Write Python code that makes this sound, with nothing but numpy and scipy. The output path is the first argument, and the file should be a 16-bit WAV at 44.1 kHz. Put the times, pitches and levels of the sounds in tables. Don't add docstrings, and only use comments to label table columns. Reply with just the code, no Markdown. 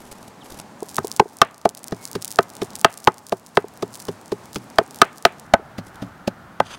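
import sys
import numpy as np
from scipy import signal
from scipy.fft import rfft, irfft
from scipy.io import wavfile

SR = 44100
rng = np.random.default_rng(int(sys.argv[2]) if len(sys.argv) > 2 else 0)


def dump(signal):
    limited = np.clip(np.atleast_2d(signal).T, -1, 1)
    pcm = np.round(limited * 32767).astype(np.int16)
    wavfile.write(sys.argv[1], SR, pcm)


N = 298998
TIME = np.arange(N) / SR
RING = TIME[:8192]
CUT_S = 5.45

# time in seconds, force in dB, contact sharpness in Hz, pitch favoured by the
# struck spot in Hz, relative blade ring in dB, squelch in dB, meat clinging on the lift before it in dB.
CHOPS = [(.983, -11.5, 1290, 1340, -0.5, -20, -44.5), (1.1977, 2.5, 1260, 793, -13.5, -13, -46),
         (1.4168, -3, 3170, 1074, 11, -0.5, -47.5), (1.655, -0.5, 690, 706, 4.5, -20, -51.5),
         (1.9237, -12, 503, 156, 3.5, -31.5, -52), (2.155, -13.5, 454, 450, -23, -26.5, -43),
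         (2.388, -4, 1430, 450, 8.5, -16.5, -43.5), (2.62, -11, 440, 390, 2, -26.5, -47.5),
         (2.8464, -1.5, 3120, 910, 9, -2.5, -50.5), (3.0734, 3, 2260, 890, -3, -9.5, -82),
         (3.0815, -7.5, 1340, 1110, 3, -40, -42), (3.3242, -5, 694, 590, 1.5, -21.5, -43.5),
         (3.572, -2.5, 2150, 490, -0.5, -15.5, -51.5), (3.827, -14, 625, 380, 5, -26, -53.5),
         (4.086, -14.5, 546, 427, -11, -29, -45), (4.3212, -11.5, 566, 406, -15, -28.5, -54.5),
         (4.561, -14.5, 496, 166, -21, -24, -46.5), (4.7854, -3, 1820, 627, 4, -10.5, -54.5),
         (5.0168, 1, 3230, 1360, 10, -2.5, -47), (5.252, 0, 3150, 583, 8, 4, -44.5),
         (5.5378, 3.5, 1460, 756, 2, -13, -67), (5.786, -12.5, 312, 187, 5.5, -31, -68),
         (6.025, -14.5, 270, 156, 9.5, -37.5, -66), (6.2778, -6.5, 525, 204, -23, -22.5, -74),
         (6.602, -6.5, 1450, 924, -1, -22.5, -86)]
# frequency in Hz, relative level in dB.
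SNAP_COLOUR = [(500, -20), (2000, -11.5), (3300, -4.5), (5000, 3.5), (9500, 3), (13000, -4.5),
               (16000, -4.5)]


def undb(db):
    return 10 ** (np.asarray(db) / 20)


def curve(rows):
    return undb(np.interp(TIME, *np.transpose(rows)))


def add(out, s, sound):
    i = int(s * SR)
    out[i:i + len(sound)] += sound[:N - i]


def response(colour, size=2048):
    hz, db = np.transpose(colour)
    bin_hz = np.arange(size // 2 + 1) * SR / size
    gain = undb(np.interp(np.log(bin_hz + 1), np.log(hz), db))
    cepstrum = irfft(np.log(gain))
    cepstrum[1:size // 2] *= 2
    cepstrum[size // 2 + 1:] = 0
    h = irfft(np.exp(rfft(cepstrum)))
    return h / np.linalg.norm(h)


def convolve(x, h):
    return signal.fftconvolve(x, h)[:len(x)]


def noise(colour, size):
    h = response(colour)
    return signal.fftconvolve(rng.standard_normal(size + len(h) - 1), h, "valid")


def grains(size, spread_db):
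    x = rng.standard_normal(size) * undb(spread_db * rng.standard_normal(size))
    return x / x.std()


def wander(per_s):
    return np.interp(TIME * per_s, np.arange(N), rng.standard_normal(N))


def fade(t60, t=RING):
    return np.exp(-np.log(1000) * t / t60)


def ring(modes):
    out = 0
    for k, (hz, t60, db) in enumerate(modes):
        out = out + (-1) ** k * undb(db) * fade(t60) * np.sin(2 * np.pi * hz * RING)
    return out


def cushion(x, hz):
    return signal.sosfilt(signal.butter(2, min(hz, .4 * SR), fs=SR, output="sos"), x)


def reflections(size):
    # frequency in Hz, relative level in dB.
    echo_colour = [(100, -9), (600, 8), (1400, 5.5), (2400, 3), (4000, -5), (7000, -27), (15000, -35)]
    uneven_db = 5
    return convolve(grains(size, uneven_db), response(echo_colour))


def air(waver_db=1, waver_per_s=7):
    # time in seconds, level in dB.
    air_level = [(0, -45.5), (1.1, -43.5), (1.6, -46.5), (2.8, -43), (3.4, -47.5), (5.1, -41.5),
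                 (6.78, -44.5)]
    # frequency in Hz, relative level in dB.
    air_early = [(25, -70), (70, -12.5), (145, -5), (229, -2), (326, -8.5), (550, -10), (850, -7.5),
                 (1400, -15), (3000, -26), (8000, -29.5), (16000, -42.5)]
    air_late = [(25, -18), (70, -3.5), (190, 0.5), (450, -11.5), (750, -5), (1050, -9), (1400, -5.5),
                (2400, -21.5), (5000, -29.5), (9300, -34.5), (16000, -39)]
    hush = np.where(TIME < CUT_S, noise(air_early, N), noise(air_late, N))
    return hush * curve(air_level) * undb(waver_db * wander(waver_per_s))


def birds(waver=.035, waver_per_s=600):
    # start in seconds, length in seconds, start and end pitch in Hz, level in dB.
    chirps = [(0.405, 0.034, 4100, 2640, -46.5), (1.966, 0.11, 2240, 2160, -51.5)]
    out = np.zeros(N)
    for s, length_s, start_hz, end_hz, db in chirps:
        along = np.minimum(RING / length_s, 1)
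        glide_hz = start_hz * (end_hz / start_hz) ** along
        hz = glide_hz * (1 + waver * wander(waver_per_s)[:len(RING)])
        add(out, s, undb(db) * np.sin(np.pi * along) * np.sin(2 * np.pi * np.cumsum(hz) / SR))
    return out


def surroundings(x, delay_s=0.014, near_db=-33, near_t60=0.03, far_db=-47, far_t60=0.93):
    t = TIME[:SR]
    tail = np.zeros(SR)
    for db, t60 in [(near_db, near_t60), (far_db, far_t60)]:
        decay = fade(t60, t)
        tail += undb(db) * decay / np.linalg.norm(decay)
    return convolve(x, np.r_[np.zeros(int(delay_s * SR)), tail * reflections(SR)])


def slicing(grain_db=5, edge_s=0.005, strand_s=0.0017, rasp_db=6.5, rasps_per_s=200):
    # start in seconds, length in seconds, level in dB.
    slices = [(0, 0.31, -53.5), (0.432, .19, -47.5), (5.833, 0.067, -53)]
    # time in seconds, level in dB.
    strands = [(0.127, -34.5), (0.229, -38), (0.523, -38), (.6, -27.5), (5.958, -37.5)]
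    # frequency in Hz, relative level in dB.
    slice_colour = [(500, 12), (2000, -3), (6000, -0.5), (11000, -1.5), (16000, -13.5)]
    draw, parting = np.zeros(N), np.zeros(N)
    for s, length_s, db in slices:
        draw += undb(db) * np.clip(np.minimum(TIME - s, s + length_s - TIME) / edge_s, 0, 1)
    for s, db in strands:
        parting += undb(db) * np.exp(-np.minimum(np.abs(TIME - s) / strand_s, 20) ** 2)
    pull = draw * undb(rasp_db * wander(rasps_per_s)) + parting
    return convolve(pull * grains(N, grain_db), response(slice_colour))


def peeling(lift_s=0.21, attack_s=0.11, sag_db_per_s=15, release_s=0.11):
    pull = np.zeros(N)
    for s, *_, cling_db in CHOPS:
        lifted_s = np.maximum(TIME - s + lift_s, 0)
        gate = np.clip(np.minimum(lifted_s / attack_s, 1 - (TIME - s) / release_s), 0, 1)
        pull += gate * undb(cling_db - sag_db_per_s * lifted_s)
    return pull


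def film(scatter_db=3):
    colour = [(hz, db + scatter_db * rng.standard_normal()) for hz, db in SNAP_COLOUR]
    return response(colour, size=512)


def crackle(snap_db=2):
    # time in seconds, relative peak in dB.
    snaps = [(0.831, -18), (0.9667, -4), (1.0715, -11), (1.1159, -10), (1.1643, -12), (1.6916, -8),
             (1.7499, -14), (1.7759, -16), (1.8422, -12), (1.8826, -12), (2.0537, -11), (2.2243, -11),
             (2.2468, -4), (2.2787, -14), (2.3156, -9), (2.359, -14), (2.7551, -9), (2.814, -10),
             (3.1822, -18), (3.2675, -16), (3.9549, -15), (4.0532, -17), (5.1751, -21), (5.3976, -18)]
    ticks_per_s, tick_db, spread_db, most_db = 95, 15.5, 9, 20
    fizz_db, fizz_grain_db, spurt_db, spurts_per_s = -9, 5.5, 3, 55
    neighbours, neighbour_s, neighbour_db = 2, .014, (-18, -6)
    out, pull = np.zeros(N), peeling()
    for s, db in snaps:
        cluster = [(s, db)]
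        for _ in range(neighbours):
            cluster.append((s + neighbour_s * rng.standard_normal(), db + rng.uniform(*neighbour_db)))
        for at_s, peak_db in cluster:
            snap = film()
            add(out, at_s, undb(snap_db + peak_db) * snap / np.abs(snap).max())
    spurt = undb(spurt_db * wander(spurts_per_s))
    for i in np.flatnonzero(rng.random(N) < spurt ** 2 * ticks_per_s / SR):
        size = undb(tick_db + min(spread_db * rng.exponential(), most_db))
        add(out, TIME[i], rng.choice([-1, 1]) * size * pull[i] * film())
    fizz = undb(fizz_db) * spurt * pull * grains(N, fizz_grain_db)
    return out + convolve(fizz, response(SNAP_COLOUR))


def scrape(grain_db=5, judder_db=4, judder_per_s=250, sing_db=-1):
    # time in seconds, level in dB.
    drag = [(6.62, -60), (6.67, -43.5), (6.688, -48.5), (6.72, -39.5), (6.752, -47), (6.762, -58)]
    # frequency in Hz, relative level in dB.
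    scrape_colour = [(500, -2), (1500, 5.5), (2200, -6), (3400, -4), (4800, -6), (7500, -8), (10500, -14),
                     (16000, -29)]
    # mode frequency in Hz, t60 in seconds, relative level in dB.
    scrape_modes = [(3200, 0.0029, 16), (4740, 0.014, 5), (6260, .025, -5), (9170, 0.043, -7.5)]
    judder = undb(judder_db * wander(judder_per_s))
    slips = grains(N, grain_db) * curve(drag) * judder * (TIME > drag[0][0])
    steel = ring(scrape_modes)
    singing = undb(sing_db) * convolve(slips, steel / np.linalg.norm(steel))
    return convolve(slips, response(scrape_colour)) + singing


def rocking(push_s=0.0058):
    # time in seconds, peak in dB.
    rocks = [(0.824, -16.5), (1.002, -28), (1.0449, -15), (1.22, -16), (1.256, -22), (3.642, -20),
             (4.812, -15), (5.595, -25)]
    # mode frequency in Hz, t60 in seconds, relative level in dB.
    rock_modes = [(396, 0.014, 12.5), (453, 0.019, 6.5), (676, 0.014, 1.5), (940, 0.013, -1)]
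    out = np.zeros(N)
    bump = ring(rock_modes) * (1 - np.exp(-RING / push_s))
    for s, db in rocks:
        add(out, s, undb(db) * bump / np.abs(bump).max())
    return out


def thuds(first_db=-38, second_db=-35, build_s=0.0061, sink=0.4, pitch_spread=0.066):
    # nominal mode frequency in Hz, t60 in seconds, relative level in dB.
    ground_modes = [(106.3, 0.23, -0.5), (163.4, 0.11, 8.5), (255.3, 0.098, 6.5)]
    out = np.zeros(N)
    for s, force_db, *_ in CHOPS:
        pitch = 1 + pitch_spread * rng.standard_normal()
        bounce = ring([(hz * pitch, t60, db) for hz, t60, db in ground_modes])
        bounce = bounce * (1 - np.exp(-RING / build_s))
        shot_db = first_db if s < CUT_S else second_db
        add(out, s, undb(shot_db - sink * force_db) * bounce)
    return out


def squelches(lead_cycles=0.64, rise_cycles=0.8, fall_cycles=2.3, ooze_db=-19, ooze_t60=0.044, grain_db=4):
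    # frequency in Hz, relative level in dB.
    squelch_colour = [(200, -37), (1200, -2.5), (2500, -7), (5000, -7.5), (9000, -18.5), (16000, -26.5)]
    out = np.zeros(N)
    early_s = len(RING) // 10 / SR
    t = RING - early_s
    for s, _, contact_hz, *_, db, _ in CHOPS:
        rise = np.exp(np.minimum(t, 0) * contact_hz / rise_cycles)
        tear = np.exp(-np.maximum(t, 0) * contact_hz / fall_cycles)
        ooze = undb(ooze_db) * fade(ooze_t60, np.abs(t))
        burst = convolve(rise * (tear + ooze) * grains(len(t), grain_db), response(squelch_colour))
        add(out, s - lead_cycles / contact_hz - early_s, undb(db) * burst)
    return out


def struck(modes, spot_hz, spot_db=8, spot_octaves=0.47, detune=.02):
    hz, t60, db = np.transpose(modes)
    favour_db = spot_db * np.exp(-(np.log2(hz / spot_hz) / spot_octaves) ** 2)
    return ring(zip(hz * (1 + detune * rng.standard_normal(len(hz))), t60, db + favour_db))


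def chops(crack_db=-11, crack_t60=0.018, press_db=-6, press_cycles=1.324, scatter_db=-34, scatter_t60=0.28):
    # nominal mode frequency in Hz, t60 in seconds, relative level in dB in the first
    slab_modes = [(140, 0.023, -27.5, -50), (159.6, 0.031, -7, -13.5), (224.5, 0.022, -4.5, -4.5),
                  (271, 0.038, -11, -11.5), (365, 0.037, -5.5, -11), (403, 0.049, -3.5, -48),
                  (477, 0.04, -10.5, -44), (553.6, 0.025, -8, 3), (757, 0.012, -4.5, 4),
                  (855, 0.022, 1, 1.5), (1040, 0.02, -1, -5.5), (1518, 0.016, -28.5, -1.5),
                  (1552, 0.063, -16, -9), (2052, 0.013, -1.5, 2)]
    # nominal mode frequency in Hz, t60 in seconds, relative level in dB.
    blade_modes = [(672.8, 0.043, -8), (1238, 0.021, -1), (1765, 0.016, -1.5), (2640, 0.026, -14),
                   (3193, 0.012, -3.5), (4175, 0.007, 1.5), (4970, 0.017, -9.5), (7550, .008, -13.5)]
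    # frequency in Hz, relative level in dB.
    crack_colour = [(40, -11), (300, -21), (1000, -36), (2000, -14.5), (4000, 31.5), (8000, -44.5),
                    (16000, -39)]
    out = np.zeros(N)
    for s, force_db, contact_hz, spot_hz, blade_db, *_ in CHOPS:
        slab = [(hz, t60, first if s < CUT_S else second) for hz, t60, first, second in slab_modes]
        crack = undb(crack_db) * fade(crack_t60) * noise(crack_colour, len(RING))
        scatter = undb(scatter_db) * fade(scatter_t60) * reflections(len(RING))
        blade = undb(blade_db) * (struck(blade_modes, spot_hz) + scatter)
        knock = crack + struck(slab, spot_hz) + blade
        add(out, s, undb(force_db) * cushion(knock, contact_hz))
        press_s = press_cycles / contact_hz
        dip = -np.sin(2 * np.pi * np.minimum(RING / press_s, 1))
        add(out, s - press_s / 2, undb(force_db + press_db) * dip)
    return out


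def gain_control(x, threshold_db=-3, slope=0.3, attack_s=0.027, recover_db_per_s=11):
    excess_db = slope * np.maximum(20 * np.log10(np.abs(x) + 1e-9) - threshold_db, 0)
    recovery_db = recover_db_per_s * TIME
    held_db = np.maximum.accumulate(excess_db + recovery_db, axis=-1) - recovery_db
    pole = np.exp(-1 / (attack_s * SR))
    cut_db = signal.lfilter([1 - pole], [1, -pole], held_db)
    return x * undb(-cut_db)


def scene():
    close = chops() + thuds() + squelches() + rocking() + slicing() + crackle() + scrape()
    return (air() + birds() + surroundings(close) + close)[None]


def record(dry, top_hz=16000):
    clipped = np.clip(gain_control(dry), -1, 1)
    return signal.sosfilt(signal.ellip(10, .05, 90, top_hz, fs=SR, output="sos"), clipped)


dry = scene()
out = record(dry)
dump(out)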